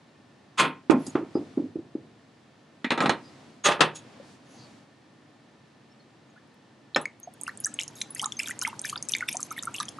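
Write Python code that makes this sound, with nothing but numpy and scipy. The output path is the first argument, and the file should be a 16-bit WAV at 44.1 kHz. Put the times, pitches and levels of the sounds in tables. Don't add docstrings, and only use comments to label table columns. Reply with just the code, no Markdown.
import sys
import numpy as np
from scipy import signal
from scipy.fft import rfft, irfft
from scipy.io import wavfile

SR = 44100
rng = np.random.default_rng(int(sys.argv[2]) if len(sys.argv) > 2 else 0)


def digitize_waveform(pressure):
    field = np.atleast_2d(pressure).T
    bounded = np.clip(field, -1, 1)
    quanta = np.round(bounded * 32767).astype(np.int16)
    wavfile.write(sys.argv[1], SR, quanta)


N = 440559

# frequency in Hz, relative level in dB.
AIR_SPECTRUM = [(18, -81), (30, -53.5), (104, -3.5), (148, 1), (181, -6), (201, 0), (301, -1), (387, -8.5),
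                (596, -10.5), (711, -11), (808, -12), (1730, -19.5), (1910, -19.5), (4300, -24),
                (9800, -38), (12800, -55), (16600, -92.5), (22000, -120)]
# frequency in Hz, side against mid in dB.
AIR_SIDE = [(60, -25.5), (110, -22.5), (200, -17), (350, -8), (640, -7), (1160, -7), (2090, -4.5),
            (3770, -7.5), (6820, -3.5), (12300, -3)]
# start in seconds, length in seconds, rush in dB, hiss in dB.
HAND_RUBS = [(0.903, 0.34, -54.5, -62.5), (1.107, 0.65, -59, -69.5), (2.95, 0.75, -57.5, -67.5),
             (3.777, 0.71, -57, -69), (4.216, 0.18, -68, -64.5), (4.372, 0.52, -58, -66)]
# frequency in Hz, strength in dB.
PLATE_STRENGTH = [(60, -29.5), (100, -8.5), (150, -12.5), (200, -0.5), (350, 4), (550, 2.5), (720, -0.5),
                  (1200, -4.5), (1800, -7.5), (2700, -8), (5000, -12), (7000, -9.5), (10000, -21),
                  (12500, -41)]
# frequency in Hz, t60 in seconds.
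PLATE_DECAY = [(100, 0.61), (400, 0.33), (1200, 0.27), (2700, 0.26), (4400, 0.18), (7000, 0.11),
               (11000, 0.21)]
# frequency in Hz, gain in dB, t60 in seconds.
PLATE_MODES = [(154.4, 6, 0.47), (246, -4, 0.24), (694, -18.5, 0.19), (821, 10, .22), (920, 3.5, 0.35),
               (1053, 2.5, 0.3), (1172, 4.5, .22), (1236, 1, 0.233), (1298, 3.5, 0.21), (1426, 4.5, 0.093),
               (1575, -13, 0.13), (2530, -3, 0.187), (2700, -4, 0.17), (2735, 3.5, 0.12), (3360, 2, 0.211),
               (3460, 3, 0.15)]
BOWL_MODES = [(5160, -15, 0.057), (6730, -3, 0.1204), (8010, -19, .13), (9700, -10.5, .08),
              (10700, -6, 0.052)]
TAP_MODES = [(545, 2.5, 0.056), (1520, -5, 0.084), (1803, 0.5, 0.074), (2300, 1, 0.028), (2650, -8.5, 0.06),
             (3180, -1.5, 0.034), (4150, -15, 0.052), (5290, -5.5, 0.056), (6780, -10, 0.03),
             (7900, -32, 0.25), (11200, -23, 0.037)]
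# start in seconds, level in dB, swell in seconds, bass in dB,
# bite near 2 kHz in dB, treble in dB, bowl ring in dB, damping in dB per second.
SCREWDRIVER_SKIDS = [(.572, -26, 0.031, -21, 2, 0, -73, 0), (.5965, -37.5, 0.0011, -7, -14, -2.5, -75, 10),
                     (.629, -47, 0.002, 0.5, -5, -25, -80, 35),
                     (.65, -44.5, 0.00093, -6.5, -1, -21, -76, 31),
                     (.902, -56, 0.0066, -2, 13, 13, -70, 300), (.907, -38, 0.012, 2, -4, -34, -80, 32.5),
                     (1.064, -69, 0.0024, 8, -17, 22, -60, 120)]
BOWL_NUDGES = [(3.021, -38.5, .0025, -8, -35, -15, -76.5, 61),
               (3.637, -30, 0.028, -8.5, 9.5, 6.5, -24.5, 25), (3.6565, -41, .004, -4, 2, -3, -40.5, 24.82),
               (3.684, -37.5, .003, -2, -4.5, -13.5, -56, 30),
               (3.709, -40.5, .002, -11, -2.5, -13.5, -61, 30), (3.7195, -45, .001, -24, 7.5, -10, -60, 30),
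               (3.945, -69, 0.016, -3, 8, 22.5, -29.5, 40)]
# centre in Hz, width in Hz, gain in dB.
SCREWDRIVER_COLOUR = [(273, 150, 6.5), (750, 140, -1), (947, 77, 1.5), (1055, 25, 7), (1196, 40, -6),
                      (1380, 200, 5), (1550, 40, -2), (1810, 42, -11), (1770, 40, 0), (2120, 40, 6),
                      (2445, 105, 8.5), (2590, 40, 11.5), (3260, 90, 4), (3560, 190, 1.5),
                      (5640, 1700, -3.5)]
CLATTER_COLOUR = [(930, 74, 5), (1310, 46, 7), (1630, 150, 3), (1905, 86, 8), (2394, 60, 8), (2740, 200, 0),
                  (2950, 67, 6.5), (3680, 480, 7), (4170, 550, 9.5), (5300, 200, 7), (7400, 400, 3.5),
                  (8560, 170, 12), (9080, 160, 12.5), (11000, 1200, -14)]
NUDGE_COLOUR = [(150, 80, -1.5), (250, 150, -7), (590, 61, 6.5), (1388, 120, 4), (1220, 50, 10),
                (1680, 160, 1.5), (2220, 690, -5), (2600, 100, 6.5), (3460, 40, 2.5), (3700, 300, 3),
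                (5870, 50, 3)]
# start in seconds, thud in dB, thud pitch in Hz, table ring in dB,
# contact cut-off in Hz, left-right pan in dB.
HANDLE_ROCKS = [(0.8975, -12, 327, -46, 2300, -23.5), (1.1521, -15.5, 307, -46, 1880, 0),
                (1.352, -12.5, 319, -48.5, 715, 0), (1.573, -12.5, 294, -47.5, 470, 0),
                (1.755, -19.5, 322, -56, 470, -2), (1.951, -18.5, 318, -60, 497, 1)]
# start in seconds, level in dB, pitch in Hz.
HANDLE_REBOUNDS = [(0.91, -20, 322), (0.929, -20, 284), (0.94, -16, 252), (0.963, -17, 273),
                   (0.979, -22.5, 259), (1.005, -27.5, 264), (1.076, -29, 268), (1.189, -24.5, 310),
                   (1.21, -28, 330), (1.226, -28, 353), (1.37, -21.5, 352), (1.389, -26.5, 296),
                   (1.41, -30, 310), (1.595, -19, 286), (1.637, -27, 268), (1.653, -31.5, 280),
                   (1.786, -27.5, 328), (1.979, -34.5, 298)]
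# start in seconds, length in seconds, level in dB, pitch in Hz, width in Hz.
THIN_SQUEAKS = [(0.955, 0.19, -59.5, 10960, 300), (1.056, 0.029, -44.5, 4900, 300),
                (1.088, 0.028, -49, 6730, 200), (1.334, 0.07, -52.5, 4930, 220),
                (3.217, 0.11, -59, 4920, 300), (3.632, 0.064, -25.5, 6610, 44.7),
                (3.934, 0.076, -49, 6620, 80), (4.42, 0.28, -64, 6300, 900), (4.445, 0.17, -70, 10500, 500),
                (4.528, 0.18, -57.5, 4550, 700), (5.894, 0.053, -66.5, 5400, 120),
                (5.984, 0.06, -63.5, 4310, 130)]
# start in seconds, #
# level in dB, bite near 2 kHz in dB, thud in dB, hand damping in dB per second, initial left-right pan in dB.
BOWL_KNOCKS = [(2.8436, -51.5, 15.5, -22.5, 143, 0), (2.905, -45, 12.5, -46, 205, 1),
               (2.9174, -41, 0, -25, 52, 0), (2.976, -44, -0.5, -25.5, 10, 1),
               (3.004, -40, 1.5, -25, 54.5, 0), (3.035, -42, -6, -19, 31.5, 2),
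               (3.0576, -40, 1, -16, 124, 1), (3.0935, -36.5, -1, -24, 58, -3),
               (3.793, -48.5, -8, -38, 29, 0), (3.806, -34, 6, -41.5, 39, 12.5),
               (3.8124, -39, 9, -42.5, 60, -2), (3.818, -38, -4, -33, 53.5, -2),
               (6.9606, -40.5, 1, -25.5, 62, 2)]
# start in seconds, level in dB, pitch in Hz, t60 in cycles.
PLOP_BUBBLES = [(4.197, -37, 528, 24), (6.361, -49, 1430, 69.5), (6.375, -50, 1690, 60.5),
                (6.9471, -14.5, 3950, 41), (7.0554, -17.5, 2090, 25), (7.273, -32.5, 693, 34),
                (7.466, -31.5, 2670, 45), (7.479, -21, 1420, 20), (7.4925, -26.5, 1810, 33),
                (7.646, -12, 5920, 55), (7.663, -27, 1677, 50), (7.7893, -14.5, 2920, 20),
                (7.8, -27, 2250, 31), (8.0152, -26, 2160, 11), (8.162, -36, 1900, 30),
                (8.1954, -19, 3060, 46), (8.22, -37, 810, 27), (8.229, -26, 1100, 37),
                (8.237, -23.5, 1286, 27), (8.257, -26, 1176, 31), (8.392, -23.5, 2290, 52),
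                (8.399, -17, 2620, 32), (8.432, -31, 2770, 28), (8.459, -27.5, 3540, 40),
                (8.475, -33, 1490, 20), (8.494, -30, 1460, 31), (8.509, -29, 1870, 29),
                (8.6201, -27.5, 1397, 27), (8.6494, -15.5, 2110, 38), (8.668, -27.5, 1260, 24),
                (8.6758, -30, 925, 35), (8.729, -30, 1064, 18), (8.8482, -22.5, 1695, 33),
                (8.893, -33, 2670, 29), (8.927, -27, 1180, 35), (8.9581, -21.5, 3470, 19),
                (8.959, -27, 1340, 16), (8.9762, -23, 4790, 51), (9.1367, -10, 3420, 23),
                (9.1499, -16, 2170, 28), (9.2073, -21.5, 2020, 24), (9.224, -21.5, 1430, 36),
                (9.287, -15.5, 2400, 3), (9.3453, -29.5, 702, 39), (9.395, -31, 1226, 23),
                (9.511, -27, 1264, 46), (9.578, -27, 1835, 36), (9.59, -23, 3610, 48),
                (9.63, -35, 1290, 25), (9.6713, -24, 1336, 48), (9.745, -24, 2700, 27),
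                (9.751, -27.5, 2720, 47), (9.783, -26, 3145, 36), (9.801, -21.5, 1176, 32),
                (9.83, -35, 2160, 3), (9.9849, -32, 1214, 29)]
# start in seconds, level in dB, pitch in Hz.
GLASS_PINGS = [(6.3, -62, 6660), (7.015, -41, 10930), (7.231, -34.5, 6450), (7.4125, -43, 6500),
               (7.603, -39, 10640), (7.741, -40, 6460), (7.88, -37, 6500), (7.957, -43, 6500),
               (8.105, -31.5, 10090), (8.15, -36, 6340), (8.369, -31.5, 6310), (8.852, -35, 6270),
               (9.507, -28, 6250)]
# start in seconds, level in dB, lowest pitch in Hz, left-right pan in dB.
DROP_SPITS = [(6.4748, -63, 9000, 0), (6.543, -59.5, 10950, 1), (7.0142, -35, 8600, 17),
              (7.055, -29, 4570, 2), (7.2, -39, 9300, -4), (7.338, -38.5, 8900, -3),
              (7.4126, -28, 7340, -22), (7.4345, -20.5, 8200, 1), (7.478, -27, 4950, 2),
              (7.574, -29, 7500, -1), (7.6024, -24, 10300, 1), (7.6575, -13.5, 7900, -0.5),
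              (7.667, -19, 7400, 0), (7.7403, -22.5, 7200, 1.5), (7.797, -21.5, 6060, -5),
              (7.8082, -20, 3620, 0), (7.813, -20, 6000, 3), (7.834, -22, 6100, 2),
              (7.8788, -23.5, 6100, -2), (8.0145, -15.5, 3890, 0), (8.017, -14.5, 3790, 0),
              (8.1486, -23, 7620, 0), (8.1948, -19.5, 5330, 1.5), (8.216, -17, 6270, -1),
              (8.2257, -19, 8500, 4), (8.243, -17.5, 3560, 0.5), (8.258, -14.5, 6440, -1.5),
              (8.3211, -19, 3750, 5.5), (8.3922, -16.5, 5940, 2), (8.4, -27, 5370, -5),
              (8.433, -25.5, 6500, -5), (8.4722, -28, 6090, 3), (8.484, -19, 6130, -1),
              (8.5034, -20.5, 7900, -2), (8.591, -18, 7160, 1), (8.6144, -14.5, 4980, 2),
              (8.6235, -15.5, 5850, 1), (8.675, -20.5, 5870, -2), (8.793, -20, 6000, -1),
              (8.816, -21.5, 9100, -2), (8.854, -20.5, 6380, 3), (8.89, -26, 6880, 2),
              (8.897, -21, 4550, 1), (8.901, -23, 6850, -1), (8.964, -37, 9300, -2),
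              (9.0261, -16, 6320, -1), (9.052, -38, 6900, 0), (9.087, -24, 7200, 20),
              (9.093, -21, 6000, 13), (9.1201, -13.5, 6500, 2), (9.1499, -18.5, 4300, -1),
              (9.166, -23, 8500, 0), (9.184, -26, 6530, -1), (9.207, -33.5, 5850, -5),
              (9.2864, -17, 3350, 1), (9.328, -20.5, 6200, -2), (9.3548, -26, 7500, 0),
              (9.3691, -14.5, 6320, -0.5), (9.4045, -23, 7500, 0), (9.4095, -34, 5500, 3),
              (9.415, -30, 7100, 2), (9.4288, -15, 6150, -0.5), (9.626, -21, 6980, 0),
              (9.634, -22, 5640, 0), (9.654, -24, 8300, -2), (9.7419, -22.5, 6330, -2),
              (9.763, -22.5, 5310, 1), (9.8007, -15.5, 4100, 2), (9.808, -21.5, 4020, -6),
              (9.83, -25, 3600, 0), (9.854, -30, 5700, 1), (9.8828, -24.5, 3480, -1.5),
              (9.8885, -24.5, 5380, 2)]
# time in seconds, share of full pour.
POUR_FLOW = [(7.25, 0.024), (7.45, 0.56), (7.7, 0.73), (8.1, 0.68), (8.6, 0.99), (9.3, 0.84), (9.99, 0.99)]
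# start in seconds, length in seconds, lead bubble level in dB,
# lowest pitch in Hz.
STREAM_SPLASHES = [(7.473, 0.021, -41, 1510), (7.637, 0.012, -31, 4970), (7.791, 0.034, -32, 2770),
                   (7.952, 0.078, -34, 3750), (8.154, 0.044, -35, 2040), (8.208, 0.039, -36, 4500),
                   (8.388, 0.056, -29.5, 2330), (8.453, 0.065, -28.5, 1720), (8.611, 0.026, -27, 2350),
                   (8.65, 0.053, -34.5, 1365), (8.838, 0.066, -27, 2220), (8.905, 0.036, -37.5, 2510),
                   (9.084, 0.062, -28.5, 2380), (9.156, 0.072, -39, 2406), (9.278, 0.014, -24.5, 2057),
                   (9.301, 0.046, -30, 2330), (9.401, 0.068, -35, 4120), (9.504, 0.026, -34, 2196),
                   (9.562, 0.028, -33.5, 2066), (9.625, 0.021, -42, 1510), (9.743, 0.047, -33, 2410),
                   (9.79, 0.046, -33.5, 1464)]

CONTACT_PAN_DB, RUMBLE_T60_S = -1, 0.85
TAP_S = 6.9605
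SMALLEST_BUBBLE_HZ, SMALL_BUBBLE_CYCLES = 11290, 52


def from_db(db):
    return 10 ** (np.asarray(db) / 20)


def rms_one(x):
    return x / np.sqrt(np.mean(x ** 2) + 1e-20)


def at_hz(points, hz):
    known_hz, values = np.transpose(points)
    return np.interp(np.log(np.maximum(hz, 1)), np.log(known_hz), values)


def seconds(length_s):
    return np.arange(int(length_s * SR)) / SR


def fade(t, t60_s):
    return np.exp(-np.log(1000) * t / t60_s)


def stereo(mid, side, pan_db=0):
    return np.array([mid + side, mid - side]) * from_db([[pan_db / 2], [-pan_db / 2]])


def add(track, start_s, sound):
    i = int(np.clip(start_s * SR, 0, N - 1))
    track[..., i:i + sound.shape[-1]] += sound[..., :N - i]


def narrow_noise(hz, width_hz, length_s):
    t = seconds(length_s)
    lowpass = signal.butter(2, width_hz / 2, fs=SR, output="sos")
    sway = signal.sosfilt(lowpass, rng.standard_normal((2, len(t))))
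    return rms_one(sway[0] * np.sin(2 * np.pi * hz * t) + sway[1] * np.cos(2 * np.pi * hz * t))


def flow_at(time_s):
    return np.interp(time_s, *np.transpose(POUR_FLOW), left=0)


def wash_power(air_db=(-59, -62.5, -75.5), pour_db=(-52, -57, -64.5), spray_db=-28, shake_db=-32):
    power = from_db(air_db)[:, None] ** 2 + (from_db(pour_db)[:, None] * flow_at(np.arange(N) / SR)) ** 2
    for start_s, length_s, rush_db, hiss_db in HAND_RUBS:
        rub_power = from_db([[rush_db + 2.5], [rush_db], [hiss_db]]) ** 2
        add(power, start_s, rub_power * np.hanning(int(length_s * SR)))
    for start_s, length_s, lead_db, _ in STREAM_SPLASHES:
        lingering = np.hanning(int((length_s + 0.027) * SR))
        add(power[2], start_s, from_db(lead_db + spray_db) ** 2 * lingering)
    for start_s, thud_db, *_ in HANDLE_ROCKS:
        add(power[0], start_s, (from_db(thud_db + shake_db) * fade(seconds(2), RUMBLE_T60_S)) ** 2)
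    return power


def wash(low_hz=500, high_hz=4800):
    hz = np.fft.rfftfreq(N, 1 / SR)
    mid, side = rfft(rng.standard_normal((2, N))) * from_db(at_hz(AIR_SPECTRUM, hz))
    spectrum = stereo(mid, from_db(at_hz(AIR_SIDE, hz)) * side)
    rumble = 1 / (1 + (hz / low_hz) ** 4)
    hiss = 1 - 1 / (1 + (hz / high_hz) ** 6)
    bands = [rms_one(irfft(spectrum * share, N)) for share in (rumble, 1 - rumble - hiss, hiss)]
    return sum(band * np.sqrt(power) for band, power in zip(bands, wash_power()))


def thin_tone(hz=1790, width_hz=90, level_db=-74):
    return from_db(level_db) * narrow_noise(hz, width_hz, N / SR + 1)[:N]


def glass_plate(count=690, spacing_hz=17):
    hz = 50 + spacing_hz * (np.arange(count) + rng.uniform(-.3, .3, count))
    dense = np.column_stack([hz, at_hz(PLATE_STRENGTH, hz), at_hz(PLATE_DECAY, hz)])
    hz, level_db, t60_s = np.vstack([dense, PLATE_MODES]).T
    t = seconds(.25)
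    return hz, from_db(level_db), np.sin(2 * np.pi * hz[:, None] * t) * fade(t, t60_s[:, None])


def strike(plate, colour_db, width):
    hz, strength, rings = plate
    signs = rng.choice([-1, 1], (2, len(hz)))
    mid, side = (signs * strength * from_db(colour_db)) @ rings
    return mid, width * side


def spot_db(spot, hz):
    return sum(db * np.exp(-(2 * (hz - centre_hz) / width_hz) ** 2) for centre_hz, width_hz, db in spot)


def ripple_db(hz, spacing_hz=300):
    knots_db = rng.normal(-1, 3.5, 64)
    return np.interp(hz / spacing_hz, np.arange(len(knots_db)), knots_db) * np.minimum(hz / 6000, 1)


def bowl_ring(t):
    return sum(from_db(db) * np.sin(2 * np.pi * hz * t) * fade(t, t60_s) for hz, db, t60_s in BOWL_MODES)


def contact(plate, spot, level_db, swell_s, bass_db, bite_db, treble_db, ring_db, damping_db_per_s):
    hz, t = plate[0], np.arange(plate[2].shape[1]) / SR
    tilt = [(600, bass_db), (1050, 0.00095), (1300, 0.002), (1900, bite_db), (7000, treble_db)]
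    colour_db = at_hz(tilt, hz) + ripple_db(hz) + spot_db(spot, hz)
    crack = 1 + 0.845 * fade(t, t60_s=0.072)
    mid, side = strike(plate, colour_db + level_db, width=.2) * crack
    envelope = np.minimum(t / swell_s, 1) ** 2 * from_db(-damping_db_per_s * t)
    return stereo(mid + from_db(ring_db) * bowl_ring(t), side, CONTACT_PAN_DB) * envelope


def skids(plate):
    out = np.zeros((2, N))
    for touches, spot in ((SCREWDRIVER_SKIDS, SCREWDRIVER_COLOUR), (BOWL_NUDGES, NUDGE_COLOUR)):
        for start_s, *touch in touches:
            add(out, start_s, contact(plate, spot, *touch))
    return out


def lean(sound, pan_db, t60_s=0.099):
    t = np.arange(sound.shape[1]) / SR
    return sound * from_db(np.outer([.5, -.5], pan_db * fade(t, t60_s)))


def thud(level_db, hz, pan_db=CONTACT_PAN_DB, swell_cycles=1.17):
    t = seconds(.1)
    push = t * hz / swell_cycles
    envelope = (push * np.exp(1 - push)) ** 2
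    return stereo(from_db(level_db) * np.sin(2 * np.pi * hz * t) * envelope, 0, pan_db)


def rocking(plate, body_hz=310, body_db=8, body_octaves=0.64):
    out = np.zeros((2, N))
    hz, t = plate[0], np.arange(plate[2].shape[1]) / SR
    hollow_db = body_db * np.exp(-(np.log2(hz / body_hz) / body_octaves) ** 2)
    knock_db = spot_db([(1320, 300, 5)], hz)
    envelope = (1 - fade(t, t60_s=0.0045)) * (0.85 + 0.67 * fade(t, t60_s=0.12))
    for start_s, thud_db, thud_hz, table_db, cutoff_hz, pan_db in HANDLE_ROCKS:
        soft_db = -10 * np.log10(1 + (hz / cutoff_hz) ** 5)
        mid, side = strike(plate, hollow_db + knock_db + soft_db + table_db, width=0.14) * envelope
        add(out, start_s, lean(stereo(mid, side, CONTACT_PAN_DB), pan_db))
        add(out, start_s, thud(thud_db, thud_hz, pan_db))
    for start_s, level_db, bump_hz in HANDLE_REBOUNDS:
        add(out, start_s, thud(level_db, bump_hz, swell_cycles=1.82))
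    return out


def drumming(table_hz=110, width_hz=32, after_rock_db=-43, full_pour_db=-66):
    drive = from_db(full_pour_db) * flow_at(np.arange(N) / SR)
    for start_s, thud_db, *_ in HANDLE_ROCKS:
        add(drive, start_s, from_db(thud_db + after_rock_db) * fade(seconds(1.8), RUMBLE_T60_S))
    return drive * narrow_noise(table_hz, width_hz, N / SR + 1)[:N]


def squeaks():
    out = np.zeros(N)
    for start_s, length_s, level_db, hz, width_hz in THIN_SQUEAKS:
        tone = narrow_noise(hz, width_hz, length_s)
        add(out, start_s, from_db(level_db) * tone * np.hanning(len(tone)))
    return out


def knocks(plate, nudge_s=3.5, swell_s=0.00092, bass_db=-4, thud_hz=250, bounce_s=0.0206, bounce_db=-4):
    out = np.zeros((2, N))
    mean_db = np.mean([row[1] for row in BOWL_KNOCKS])
    for start_s, level_db, bite_db, thud_db, damping_db_per_s, pan_db in BOWL_KNOCKS:
        treble_db = -17.5 + (level_db - mean_db) + 0.9 * bite_db
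        ring_db = level_db + treble_db - 16
        spot = CLATTER_COLOUR if start_s < nudge_s else NUDGE_COLOUR
        knock = contact(plate, spot, level_db, swell_s, bass_db, bite_db, treble_db, ring_db,
                        damping_db_per_s)
        add(out, start_s, lean(knock, pan_db))
        add(out, start_s, thud(thud_db, thud_hz))
        add(out, start_s + bounce_s, thud(thud_db + bounce_db, thud_hz))
    return out


def bubble(level_db, hz, cycles, rise=0.061, onset_share=0.082):
    life_s = max(cycles, 8) / hz
    t = seconds(life_s)
    onset_s = max(onset_share * life_s, 2 / hz)
    envelope = fade(t, life_s) * (1 - np.exp(-(t / onset_s) ** 2))
    phase = 2 * np.pi * hz * t * (1 + rise * (t / life_s - .2))
    return from_db(level_db) * envelope / envelope.max() * np.sin(phase)


def in_bowl(sound, echo_db=-18, spread_db=1.5, echoes=5):
    paths = np.zeros((2, int(.006 * SR)))
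    paths[:, 0] = from_db(rng.normal(0, spread_db) * np.array([.5, -.5]))
    gains = from_db(echo_db) * rng.choice([-1, 1], echoes) * rng.normal(1, 0.17, (2, echoes))
    paths[:, rng.integers(20, paths.shape[1], echoes)] = gains
    return np.array([np.convolve(sound, path) for path in paths])


def plops(ragged=0.13, jostle_cycles=1.77, shed_gap_s=.004, shed_octaves=1.1, shed_below_hz=3000):
    out = np.zeros((2, N))
    for start_s, level_db, hz, cycles in PLOP_BUBBLES:
        tone = bubble(level_db, hz, cycles, rise=.14, onset_share=.06)
        jolts = rng.standard_normal(64)
        jostle = np.interp(np.arange(len(tone)) / SR * hz / jostle_cycles, np.arange(len(jolts)), jolts)
        add(out, start_s, in_bowl(tone * (1 + ragged * flow_at(start_s) * jostle)))
        shed_gain = np.sqrt(flow_at(start_s) / (1 + (hz / shed_below_hz) ** 4))
        for k, (late, detune) in enumerate(rng.uniform(-0.499, 0.505, (3, 2)), 1):
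            shed = bubble(level_db - 6 - 4.5 * k, hz * 2 ** (shed_octaves * detune), cycles, rise=.1)
            add(out, start_s + (k + late) * shed_gap_s, shed_gain * in_bowl(shed))
    return out


def pings(t60_s=0.061, swell_s=0.0017):
    out, t = np.zeros((2, N)), seconds(.1)
    envelope = fade(t, t60_s) * (1 - fade(t, swell_s))
    for start_s, level_db, hz in GLASS_PINGS:
        add(out, start_s, in_bowl(from_db(level_db) * np.sin(2 * np.pi * hz * t) * envelope))
    return out


def spits(count=3, base_cycles=27.3, stagger_s=0.00043, step_db=-4, wall_db=-24, sag_per_s=.028):
    out, t = np.zeros((2, N)), seconds(.1)
    for start_s, level_db, lowest_hz, pan_db in DROP_SPITS:
        burst = np.zeros(len(t))
        ladder_hz = np.geomspace(lowest_hz, SMALLEST_BUBBLE_HZ, count + 1)[:count]
        for k, hz in enumerate(ladder_hz * rng.normal(1, 0.065, count)):
            cycles = base_cycles * 2 ** (rng.normal(0, 0.47) + k / count)
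            delay_s = k * stagger_s * rng.random()
            bubble_db = rng.normal(step_db * k, 0.5)
            add(burst, delay_s, bubble(bubble_db, hz, cycles, rise=0.094, onset_share=0.09))
        wall_tuning = rng.normal(1 - sag_per_s * (start_s - TAP_S), 0.0203)
        wall = from_db(wall_db) * bowl_ring(t * wall_tuning)
        spit = from_db(level_db) * (burst / np.abs(burst).max() + wall)
        add(out, start_s, in_bowl(spit) * from_db([[pan_db / 2], [-pan_db / 2]]))
    return out


def tap(gain_db=-18):
    out, t = np.zeros(N), seconds(0.2)
    ring = sum(from_db(gain_db + db) * rng.choice([-1, 1]) * np.sin(2 * np.pi * hz * t) * fade(t, t60_s)
               for hz, db, t60_s in TAP_MODES)
    add(out, TAP_S, ring * (1 - fade(t, t60_s=0.0033)))
    return out


def fizz(full_pour_per_s=1000, floor_db=-63.5, scatter_db=3, octaves=3.8):
    out, t = np.zeros((2, N)), np.arange(N) / SR
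    births_s = t[rng.random(N) < full_pour_per_s * flow_at(t) ** 2 / SR]
    for start_s, (size, luck) in zip(births_s, rng.random((len(births_s), 2))):
        level_db = floor_db + scatter_db * min(-np.log(1 - luck), 3)
        hz = SMALLEST_BUBBLE_HZ / 2 ** (octaves * size ** 1.313)
        add(out, start_s, bubble(level_db, hz, SMALL_BUBBLE_CYCLES))
    return out


def splashes(bubbles_per_s=1300, rank_loss_db=3.3, tilt_db_per_octave=3):
    out = np.zeros((2, N))
    for start_s, length_s, lead_db, lowest_hz in STREAM_SPLASHES:
        centre_hz = np.sqrt(lowest_hz * SMALLEST_BUBBLE_HZ)
        draws = rng.random((int(bubbles_per_s * length_s), 3))
        for rank, (when, smallness, luck) in enumerate(draws, 1):
            pitch_share = np.sin(np.pi / 2 * smallness ** 0.84) ** 2
            hz = lowest_hz * (SMALLEST_BUBBLE_HZ / lowest_hz) ** pitch_share
            level_db = lead_db - rank_loss_db * np.log2(rank)
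            level_db += tilt_db_per_octave * np.log2(hz / centre_hz)
            cycles = SMALL_BUBBLE_CYCLES * 2 ** (1.3 * (luck - .5))
            add(out, start_s + when * length_s, in_bowl(bubble(level_db, hz, cycles)))
    return out


def patio(sound, t60_s=0.19, cutoff_hz=4030, wet_db=-10.5, width=0.26):
    t = seconds(.25)
    noise = signal.lfilter(*signal.butter(1, cutoff_hz, fs=SR), rng.standard_normal((2, len(t))))
    decay = fade(t, t60_s)
    mid, side = noise * decay * (1 - fade(t, t60_s=0.11)) / np.sqrt(np.sum(decay ** 2))
    return from_db(wet_db) * signal.fftconvolve(stereo(mid, width * side), sound[None], axes=1)[:, :N]


def pour(dip_hz=4700, dip_share=0.27):
    liquid = plops() + spits() + pings() + splashes() + fizz()
    octave_band = signal.butter(1, dip_hz * 2 ** np.array([-.5, .5]), "band", fs=SR, output="sos")
    liquid -= dip_share * signal.sosfilt(octave_band, liquid + 1e-18)
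    return liquid + patio(liquid.mean(axis=0))


def scene(lowest_hz=90):
    plate = glass_plate()
    blows = skids(plate) + rocking(plate) + knocks(plate) + tap()
    highpass = signal.butter(3, lowest_hz, "high", fs=SR, output="sos")
    return wash() + signal.sosfilt(highpass, blows + 1e-18) + thin_tone() + squeaks() + pour() + drumming()


def record(dry, rolloff_hz=12600, cutoff_hz=13200):
    clipped = np.clip(dry, -.9, .9)
    soft = signal.sosfilt(signal.butter(6, rolloff_hz, fs=SR, output="sos"), clipped)
    return signal.sosfilt(signal.ellip(8, .1, 70, cutoff_hz, fs=SR, output="sos"), soft)


dry = scene()
out = record(dry)
digitize_waveform(out)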